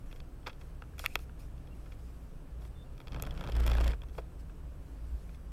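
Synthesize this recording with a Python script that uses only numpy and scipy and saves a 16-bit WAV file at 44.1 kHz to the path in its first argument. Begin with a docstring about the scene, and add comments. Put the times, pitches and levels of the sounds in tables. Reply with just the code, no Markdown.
"""Inside a car on a rough lane, heard by a camera on the windscreen over its own hiss and whine.
First, shaped noise gives rumble, boom and tyre roar, while a hand rubs the camera's plastic mount and clicks it,
each click a short burst through resonances. Then come faint gliding squeaks. From about 3 s two axles cross a
cattle grid: harmonics of a steady bar rate shake the body, gated noise and single raps rattle the trim.
After the grid the lane rumble goes on, with a few last rubs and knocks."""
import sys
import numpy as np
from scipy import signal
from scipy.fft import rfft, irfft, next_fast_len
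from scipy.io import wavfile
from scipy.ndimage import uniform_filter1d

SR = 44100
rng = np.random.default_rng(int(sys.argv[2]) if len(sys.argv) > 2 else 0)


def store_pcm(level_fs):
    """Save levels as 16-bit WAV."""
    pcm = np.round(np.clip(level_fs, -1, 1) * 32767).astype(np.int16)
    wavfile.write(sys.argv[1], SR, np.atleast_2d(pcm).T)


N = 243431  # length in samples


def amp(db):
    """Gain of a level in dB."""
    return 10 ** (np.asarray(db) / 20)


def unit(x):
    """Scaled to rms 1."""
    return x / np.sqrt(np.mean(x ** 2) + 1e-20)


def curves(rows):
    """One value per sample for each column after the time, in straight lines between the rows."""
    s, *cols = np.transpose(rows)
    return [np.interp(np.arange(N) / SR, s, c) for c in cols]


def span(on, off, rise, fall, first_db, last_db):
    """Gain that rises from on, glides between two levels and falls away after off."""
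    t = np.arange(N) / SR
    edge = np.clip(np.minimum((t - on) / rise, 1 + (off - t) / fall), 0, 1)
    return edge ** 2 * amp(np.interp(t, [on, off], [first_db, last_db]))


def filtered(x, response):
    """x times a complex response of frequency, padded so that the ringing does not wrap round."""
    m = next_fast_len(N + SR // 2)
    spectrum = rfft(x, m) * response(np.fft.rfftfreq(m, 1 / SR))
    return irfft(spectrum, m)[:N]


def noise(spectrum, patchy_db):
    """Coloured noise of rms 1 with patches of random gain over time and frequency."""
    z = signal.stft(rng.standard_normal(N), nperseg=512)[2]
    field = uniform_filter1d(rng.standard_normal(z.shape), size=6, axis=0)  # across frequency
    field = uniform_filter1d(field, size=10, axis=1)  # along time
    x = signal.istft(z * amp(patchy_db * unit(field)), nperseg=512)[1][:N]
    f, db = np.transpose(spectrum)
    return unit(filtered(x, lambda hz: amp(np.interp(np.log(hz + 1), np.log(f + 1), db))))


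def modes(table):
    """Causal response of a set of resonances passed twice for steep skirts, with energy 1 for white noise."""
    def response(f):
        once = 0
        for k, (centre, width, db) in enumerate(table):
            resonance = 1j * f * width / (centre * centre - f * f + 1j * f * width)
            once = once + (-1) ** k * amp(db) * resonance  # neighbours in opposite phase
        return once ** 2 / np.sqrt(np.mean(abs(once) ** 4))
    return response


def resonant(hz, width_hz, even):
    """Noise ringing in one resonance; even (0-1) turns its swells of level into a wavering of pitch alone."""
    ringing = filtered(rng.standard_normal(N), modes([(hz, width_hz, 0)]))
    z = signal.hilbert(ringing, next_fast_len(N))[:N]
    steady = (z / (abs(z) + 0.072 * np.std(z)) ** np.clip(even, 0, 1)).real
    return unit(filtered(steady, modes([(hz, 4.0 * width_hz, 0)])))


# microphone noise: f/Hz, relative level/dB per Hz
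HISS_SPECTRUM = [(1180, -15), (2000, -4), (2670, -6), (5160, -8.5), (5590, -7.5), (7530, -10.5),
                 (8150, -7.5), (13900, -11), (15700, -13), (16300, -20.5)]
# whine of the electronics: f/Hz, rms level/dB
WHINE_TONES = [(7903, -88.5)]


def microphone():
    """The microphone's own patchy hiss and the steady sine whine of the electronics."""
    t = np.arange(N) / SR
    whine = sum(amp(db) * np.sqrt(2) * np.sin(2 * np.pi * hz * t) for hz, db in WHINE_TONES)
    return amp(-75) * noise(HISS_SPECTRUM, patchy_db=1.5) + whine


# an axle on the bars, levels before wheel hop: t/s on, t/s off, shake at the bar rate level/dB,
# at twice the rate level/dB, higher orders level/dB, tyre drone level/dB, tyre roar level/dB,
# rattle at first level/dB, rattle at last level/dB, full depth of wheel hop/dB,
# lane rumble left/dB (only cuts below 0 count)
AXLE_PASSES = [(3.036, 3.48, -40, -43.5, -51.5, -46.5, -52.5, -63, -52.5, 1, 2),
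               (3.463, 3.894, -36.5, -27, -43, -60, -49, -48, -42, .3, -8)]
ON_S, OFF_S = 0.094, 0.082  # rolling on and off
HOP_S, HOP_CREST_S = 0.1045, 3.19  # period and one crest of the wheel hop


def axles():
    """Gains of the five grid layers and of the rattle, swaying with wheel hop, and the gain left to the lane."""
    gains, lane_db = np.zeros((6, N)), np.zeros(N)
    hop = np.cos(2 * np.pi * (np.arange(N) / SR - HOP_CREST_S) / HOP_S)
    hop_share = np.c_[[.3, 1, .3, .3, .3]]  # twice the bar rate takes the full depth
    for on, off, *db, first_db, last_db, hop_db, left_db in AXLE_PASSES:
        over = span(on, off, ON_S, OFF_S, 0, 0)
        gains[:5] += over * amp(db)[:, None] * amp(hop_db * hop * hop_share)
        gains[5] += span(on, off, ON_S, OFF_S, first_db, last_db) * amp(0.6 * hop_db * hop)
        lane_db = np.minimum(lane_db, over * left_db)
    return gains, amp(lane_db)


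# the lane before and after the grid, before any cut on the grid:
# t/s, sway of the body on its springs level/dB, cabin boom level/dB
LANE = [
    [(0.0, -58, -54), (0.05, -42, -52.5), (0.41, -51, -53.5), (0.83, -47.5, -49.5), (0.87, -69, -49),
     (1.02, -45.5, -46.5), (2.27, -53, -47.5), (2.35, -45.5, -60.5), (2.62, -53.5, -40.5), (3.04, -45, -54)],
    [(3.98, -45, -42), (4.214, -51, -46), (4.836, -51.5, -43.5), (4.888, -59, -57), (4.934, -71, -42),
     (5.012, -46, -46), (5.152, -48, -37.5), (5.196, -56, -48), (5.466, -49, -43.5), (5.52, -71, -42)],
]
# tyre drone: f/Hz, relative level/dB per Hz
DRONE_SPECTRUM = [(45, -3), (76, -3), (84, 1), (86, -9), (129, -2), (154, -5), (188, -9), (205, -34),
                  (230, -15), (300, -60), (510, -120)]
# tyre roar: f/Hz, relative level/dB per Hz
ROAR_SPECTRUM = [(120, -8), (200, -6.5), (265, 0), (357, -5.5), (542, -8), (941, -16.5), (1060, -15),
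                 (1730, -21), (2000, -28), (2450, -26.5), (3000, -28), (5000, -46.5), (6500, -77),
                 (11000, -120)]
DRONE_DB, ROAR_DB = -51.5, -58.5  # tyres on the lane


def road():
    """The rough surface drives the springs, the cabin air and the tyres; the grid adds its own drone and roar."""
    sway_db, boom_db = curves(LANE[0] + LANE[1])
    (*_, grid_drone, grid_roar, _), lane_left = axles()
    sway = amp(sway_db) * resonant(hz=27.3, width_hz=14.0, even=1.0)
    boom = amp(boom_db) * resonant(hz=56.0, width_hz=21.2, even=0.43)
    # hypot adds the powers of lane and grid
    drone = np.hypot(amp(DRONE_DB), grid_drone) * noise(DRONE_SPECTRUM, patchy_db=-0.5)
    roar = np.hypot(amp(ROAR_DB), grid_roar) * noise(ROAR_SPECTRUM, patchy_db=0.5)
    return lane_left * (sway + boom) + drone + roar


# skin and cloth: f/Hz, relative level/dB per Hz
SKIN_SPECTRUM = [(710, -47), (1200, -14), (1700, -7), (2400, -5.5), (3000, -12), (3350, -9.5), (4960, -8.5),
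                 (6960, -10.5), (11400, -12), (14100, -13), (16300, -30)]
# strokes of hand and cloth near the microphone: t/s, length/s, level at the start/dB, level at the end/dB
HAND_STROKES = [(.05, 0.15, -77, -81), (.465, 0.024, -46, -71), (.59, 0.12, -73, -80),
                (.98, 0.076, -55.5, -57), (1.06, 0.1, -69, -64), (1.16, 0.033, -74, -73),
                (1.19, 0.052, -63, -69.5), (1.385, 0.089, -63.5, -81), (1.74, 0.21, -79, -80),
                (1.98, 0.27, -74, -85), (2.6, 0.078, -73, -71.5), (4.12, 0.081, -75, -70),
                (4.385, 0.031, -67, -76), (4.8, 0.56, -85, -75.5)]
# the finger sliding on the mount excites its clack resonance:
# t/s, length/s, level at the start/dB, level at the end/dB
FINGER_SLIDES = [(1.0, 0.055, -79, -67), (1.065, 0.064, -77, -58.5), (1.16, 0.073, -82, -75),
                 (1.39, 0.064, -67, -80)]
STROKE_RISE_S, STROKE_FALL_S = .012, 0.0088


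def strokes(rows):
    """Summed gain of strokes that fade in, glide in level and fade out."""
    return sum(span(s, s + length, STROKE_RISE_S, STROKE_FALL_S, first_db, last_db)
               for s, length, first_db, last_db in rows)


def rubbing():
    """Friction of skin and cloth near the microphone is patchy noise; the sliding finger rings the mount."""
    cloth_at_rest = amp(-78)
    rub = (strokes(HAND_STROKES) + cloth_at_rest) * noise(SKIN_SPECTRUM, patchy_db=2.5)
    slide = strokes(FINGER_SLIDES) * resonant(hz=2500, width_hz=300, even=0)
    return rub + slide


# faint squeaks: t/s, length/s, f/Hz at the start, level/dB before a lift of 9 dB and the swell
SQUEAK_TONES = [(1.7, .04, 2740, -70), (2.678, .035, 8550, -75), (2.735, .108, 3545, -66),
                (2.848, .034, 2770, -75)]


def squeaks():
    """Thin, slightly unsteady tones that swell late, rise a little in pitch and stop."""
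    t, out = np.arange(N) / SR, np.zeros(N)
    flutter = amp(1.9 * unit(uniform_filter1d(rng.standard_normal(N), size=250)))
    for s, length, hz, db in SQUEAK_TONES:
        u = np.clip((t - s) / length, 0, 1)  # progress through the squeak
        swell = np.sin(np.pi * u ** .8) ** .6 * amp(18 * (u - 1))
        tone = np.sin(2 * np.pi * hz * length * (u + 0.0037 * u ** 3))
        out += amp(db + 9.0) * swell * flutter * tone
    return out


# clicks and knocks of hand and mount: t/s, level/dB before a lift of 4.5 dB, centre of colour f/Hz,
# loss an octave away from the centre/dB, thud over the level/dB, bright over the level/dB, t60/s
CLICKS = [(.111, -53.5, 2470, 14, -8, -15, 0.039), (.127, -48.5, 3760, 2.3, -5, -9, 0.011),
          (0.16, -57.5, 3300, 4.6, -7, -6, 0.028), (.202, -48.5, 3600, 4.2, -21, -13, 0.012),
          (.43, -63, 3600, 14, -20, -25, 0.012), (0.462, -43, 1760, 10.5, -17, -27, 0.052),
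          (0.467, -38.5, 2300, 1.9, -3.5, -22, .031), (0.475, -36, 1300, 8.5, -14, -27, 0.021),
          (.481, -45, 1400, 7.5, -6, -25, 0.03), (0.501, -56, 2000, 5, -10, -25, 0.016),
          (0.493, -50, 2200, 3.2, -11, -25, 0.05), (.53, -55, 3600, 6.5, -12, -23, 0.014),
          (.611, -56.5, 2300, 2.6, -5, -22, 0.035), (.821, -39, 1450, 12, -14, -25, 0.012),
          (0.838, -51, 1450, 16, -15, -30, 0.0074), (.935, -55, 1450, 21, -13, -30, 0.0089),
          (.981, -46, 1910, 10, -20, -5, 0.015), (.993, -37.5, 3600, 7, -18, 1, 0.011),
          (.997, -41, 1400, 4.7, -6, -16, 0.011), (1.04, -30, 1450, 15, -10.5, -16, 0.0052),
          (1.0465, -38.5, 1900, 5.5, -11, -10, 0.013), (1.0536, -37, 1600, 2.5, -20, -13, 0.007),
          (1.0605, -16.5, 2460, 21, -40, -12, 0.011), (1.155, -20, 2390, 8.4, -11.5, -9.5, 0.01),
          (1.19, -52, 2000, 4, -7, -2, 0.02), (1.294, -47.5, 1300, 13, -18, -28, 0.014),
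          (1.578, -62, 2800, 6, -2, -12, 0.021), (1.672, -58.5, 2800, 4, -10, -14, 0.02),
          (1.858, -58, 1590, 7, -2, -19, 0.049), (1.917, -55.5, 2340, 8.2, -16, -22, 0.058),
          (2.617, -62, 1200, 4, 4, -12, 0.053), (2.65, -56, 1430, 3.5, 0, -14, 0.018),
          (3.223, -42, 2600, 5, 2, 13.5, 0.012), (3.168, -49.5, 900, 8.8, 6, -27, 0.026),
          (3.489, -48, 900, 14, 8.5, -25, 0.03), (4.018, -46, 3800, 6.8, -10.5, -21, .012),
          (4.032, -50.5, 945, 10, -19, -15, 0.03), (4.036, -55, 2400, 10, -18, -21, 0.016),
          (4.085, -62, 3000, 6, -9, -3, .024), (4.095, -60, 2800, 6, -9, -12, 0.018),
          (4.15, -60, 2200, 6, 5, -15, .018), (4.1798, -41.5, 900, 5.5, 4.5, -18, 0.052),
          (4.219, -64, 2580, 5, -1, -12, .018), (4.495, -56.5, 1500, 12, -14, -20, 0.033),
          (5.292, -56.5, 2070, 10, 0, -14, 0.02), (5.346, -56.5, 2770, 8, -7, -21, 0.016)]
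# the four middle colours: f/Hz
MIDDLE_HZ = [900, 1500, 2300, 3700]


def click_rows():
    """Hand clicks as (s, dB, six colours dB, t60 s): the middle colours fade away from each click's centre."""
    rows = []
    for s, db, hz, skirt_db, thud_db, bright_db, t60 in CLICKS:
        middle_db = -skirt_db * abs(np.log2(np.divide(MIDDLE_HZ, hz)))
        rows.append((s, db, thud_db, *middle_db, bright_db, t60))
    return rows


# the loudest raps of the trim on the grid: t/s, level/dB before a lift of 4.5 dB,
# bright over the level/dB, tilt/dB a colour upwards
TRIM_RAPS = [(2.9786, -48.5, -13, 2.8), (3.002, -39.5, -22, 1.2), (3.0137, -44.5, -22, 0.7),
             (3.0715, -38, -26, -0.2), (3.0809, -40, -22, 1.5), (3.1203, -40.5, -23, 2.5),
             (3.131, -41.5, -24, 0.3), (3.1446, -34, -26, -0.7), (3.1612, -35, -26, -2.2),
             (3.1979, -36.5, -23, -0.2), (3.2354, -33.5, -18, -1), (3.251, -44, -15, 4.5),
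             (3.265, -39, -18, 1.5), (3.2703, -34.5, -17, -1), (3.3082, -43, -14, 5), (3.3412, -54, -4, -3),
             (3.3753, -38.5, -19, 2.9), (3.4096, -31, -21, -1.2), (3.4385, -32.5, -23, -0.7),
             (3.445, -35.5, -22, 0.3), (3.4733, -32.5, -27, -1), (3.4869, -34.5, -22, -3),
             (3.4978, -38.5, -14, -1), (3.5202, -41.5, -11, 5.4), (3.5516, -39, -22, 1.5),
             (3.5653, -34, -12, 1.8), (3.6016, -41, -2.5, 0.3), (3.6368, -41, -12.5, 1.7),
             (3.6643, -29.5, -6, 0), (3.6723, -32.5, -11, -1.5), (3.6773, -23, -17, 0.1),
             (3.698, -29, -16, 1), (3.7154, -24, -22, -1.3), (3.7331, -34, -25, 0), (3.7434, -42, -21, 0.3),
             (3.7509, -27, -20, -2), (3.7694, -40, -20, 4), (3.7825, -28, -21, -2.2), (3.8019, -33, -22, 0),
             (3.8106, -34, -20, 1), (3.837, -33.5, -27, -2), (3.8427, -40, -4, 4), (3.8588, -38, -30, -6),
             (3.8775, -34.5, -8, 1.8), (3.8955, -38, -31, -3), (3.917, -39, -20, 4),
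             (3.933, -32.5, -36, -1.5)]


def rap_rows():
    """Trim raps as (s, dB, six colours dB, t60 s): they lean and scatter round one mix."""
    mix_db = [-15, -13, -11, -12, -12.5]  # thud to snap, over the level
    scatter_db = 2 * rng.standard_normal((len(TRIM_RAPS), 5))
    rows = []
    for (s, db, bright_db, tilt_db), more_db in zip(TRIM_RAPS, scatter_db):
        colours_db = mix_db + more_db + tilt_db * np.arange(-2, 3)
        rows.append((s, db, *colours_db, bright_db, 0.015))
    return rows


# resonances of mount and dashboard, one group for each colour from thud to bright:
# f/Hz, width/Hz of one pass, relative level/dB of one pass
BODY_MODES = [
    [(425, 290, -0.5), (586, 346, 0.5)],
    [(796, 840, 1.5), (1098, 360, 4.5)],
    [(1300, 290, 2), (1710, 220, -1.5)],
    [(1806, 990, -5.5), (2632, 680, 0)],
    [(3287, 420, 0.5), (4440, 460, -2), (5320, 1300, -6)],
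    [(6620, 4200, 6.5), (8220, 1600, 13), (8700, 1050, 12), (11000, 1500, 9), (12360, 1800, 9),
     (14600, 1600, 6)],
]
# how long each colour is driven, as a share of the contact's t60
DRIVE_SHARE = [1.17, 0.78, 0.84, 0.78, 0.85, 0.51]


def contacts():
    """Each click or rap is a blow and a short dying scrape that ring the resonances in their own mix."""
    t, out = np.arange(SR // 10) / SR, np.zeros(N + SR)
    impulse = np.arange(N) == 0
    rings = np.array([filtered(impulse, modes(group))[:len(t)] for group in BODY_MODES])
    for s, db, *mix_db, t60 in click_rows() + rap_rows():
        t60 = np.clip(t60, .003, .1)
        decay = amp(-60 * t / (t60 * np.array(DRIVE_SHARE))[:, None])
        shape = decay * (1 - np.exp(-t / (0.038 * t60)))  # long ones swell
        burst = shape * rng.standard_normal(len(t))
        burst[:, 14] += 0.06 / t60  # the blow rules in short contacts
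        rung = signal.fftconvolve(burst, rings, axes=1)
        # each colour keeps the energy of its drive
        rung *= np.sqrt(np.sum(shape ** 2, axis=1) / np.sum(rung ** 2, axis=1))[:, None]
        out[round(s * SR):][:rung.shape[1]] += amp(db + 4.5 + np.array(mix_db)) @ rung
    return out[:N]


def cabin(x, t60):
    """The small padded cabin answers with a short, dull tail of decaying noise."""
    t = np.arange(SR // 8) / SR
    dull = uniform_filter1d(rng.standard_normal(len(t)), size=4)
    tail = dull * amp(-60 * t / t60) * (t > .002)
    return signal.fftconvolve(x, tail / np.linalg.norm(tail))[:N]


# higher orders of the shake: multiple of the bar rate, relative level/dB
HIGHER_ORDERS = [(3, -0.5), (4, 6.5), (5, -5.5), (6, -1.5), (8, -23)]
# loose trim: f/Hz, relative level/dB per Hz
TRIM_SPECTRUM = [(88, 1), (150, 2), (349, -2.5), (450, 3), (986, -6.5), (1320, -4.5), (2040, -11),
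                 (3390, -13.5), (3820, -21), (5430, -19.5), (6230, -34.5), (7440, -24.5), (9980, -30.5),
                 (12900, -34), (16300, -49)]
BAR_HZ, BAR_S = 28.57, 4  # bars a second, moment of zero phase in s


def grid():
    """Evenly spaced bars shake the body in harmonics of their rate; the trim noise surges once a bar."""
    (one, two, higher, _, _, rattle), _ = axles()
    turn = 2 * np.pi * BAR_HZ * (np.arange(N) / SR - BAR_S)
    orders = unit(sum(amp(db) * np.cos(k * turn + rng.uniform(0, 2 * np.pi)) for k, db in HIGHER_ORDERS))
    shake = np.sqrt(2) * (one * np.cos(turn + 0.2) + two * np.cos(2 * turn)) + higher * orders
    gate = amp(3.5 * np.cos(turn - 3.6) + 1 * np.cos(2 * turn - 2.5))
    # fast random gain makes the rattle grainy
    grains = amp(4.6 * uniform_filter1d(rng.standard_normal(N), size=60) * np.sqrt(60))
    return shake + rattle * unit(gate * grains * noise(TRIM_SPECTRUM, patchy_db=1.5))


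def scene():
    """Everything in the cabin, one channel; only clicks and raps get the cabin tail."""
    near = contacts()
    near = near + amp(-28) * cabin(near, t60=.06)
    return (microphone() + road() + rubbing() + squeaks() + near + grid())[None]


def record(dry):
    """The camera keeps nothing above its band limit of 16.5 kHz."""
    return filtered(dry[0], lambda hz: hz < 16500)[None]


dry = scene()
out = record(dry)
store_pcm(out)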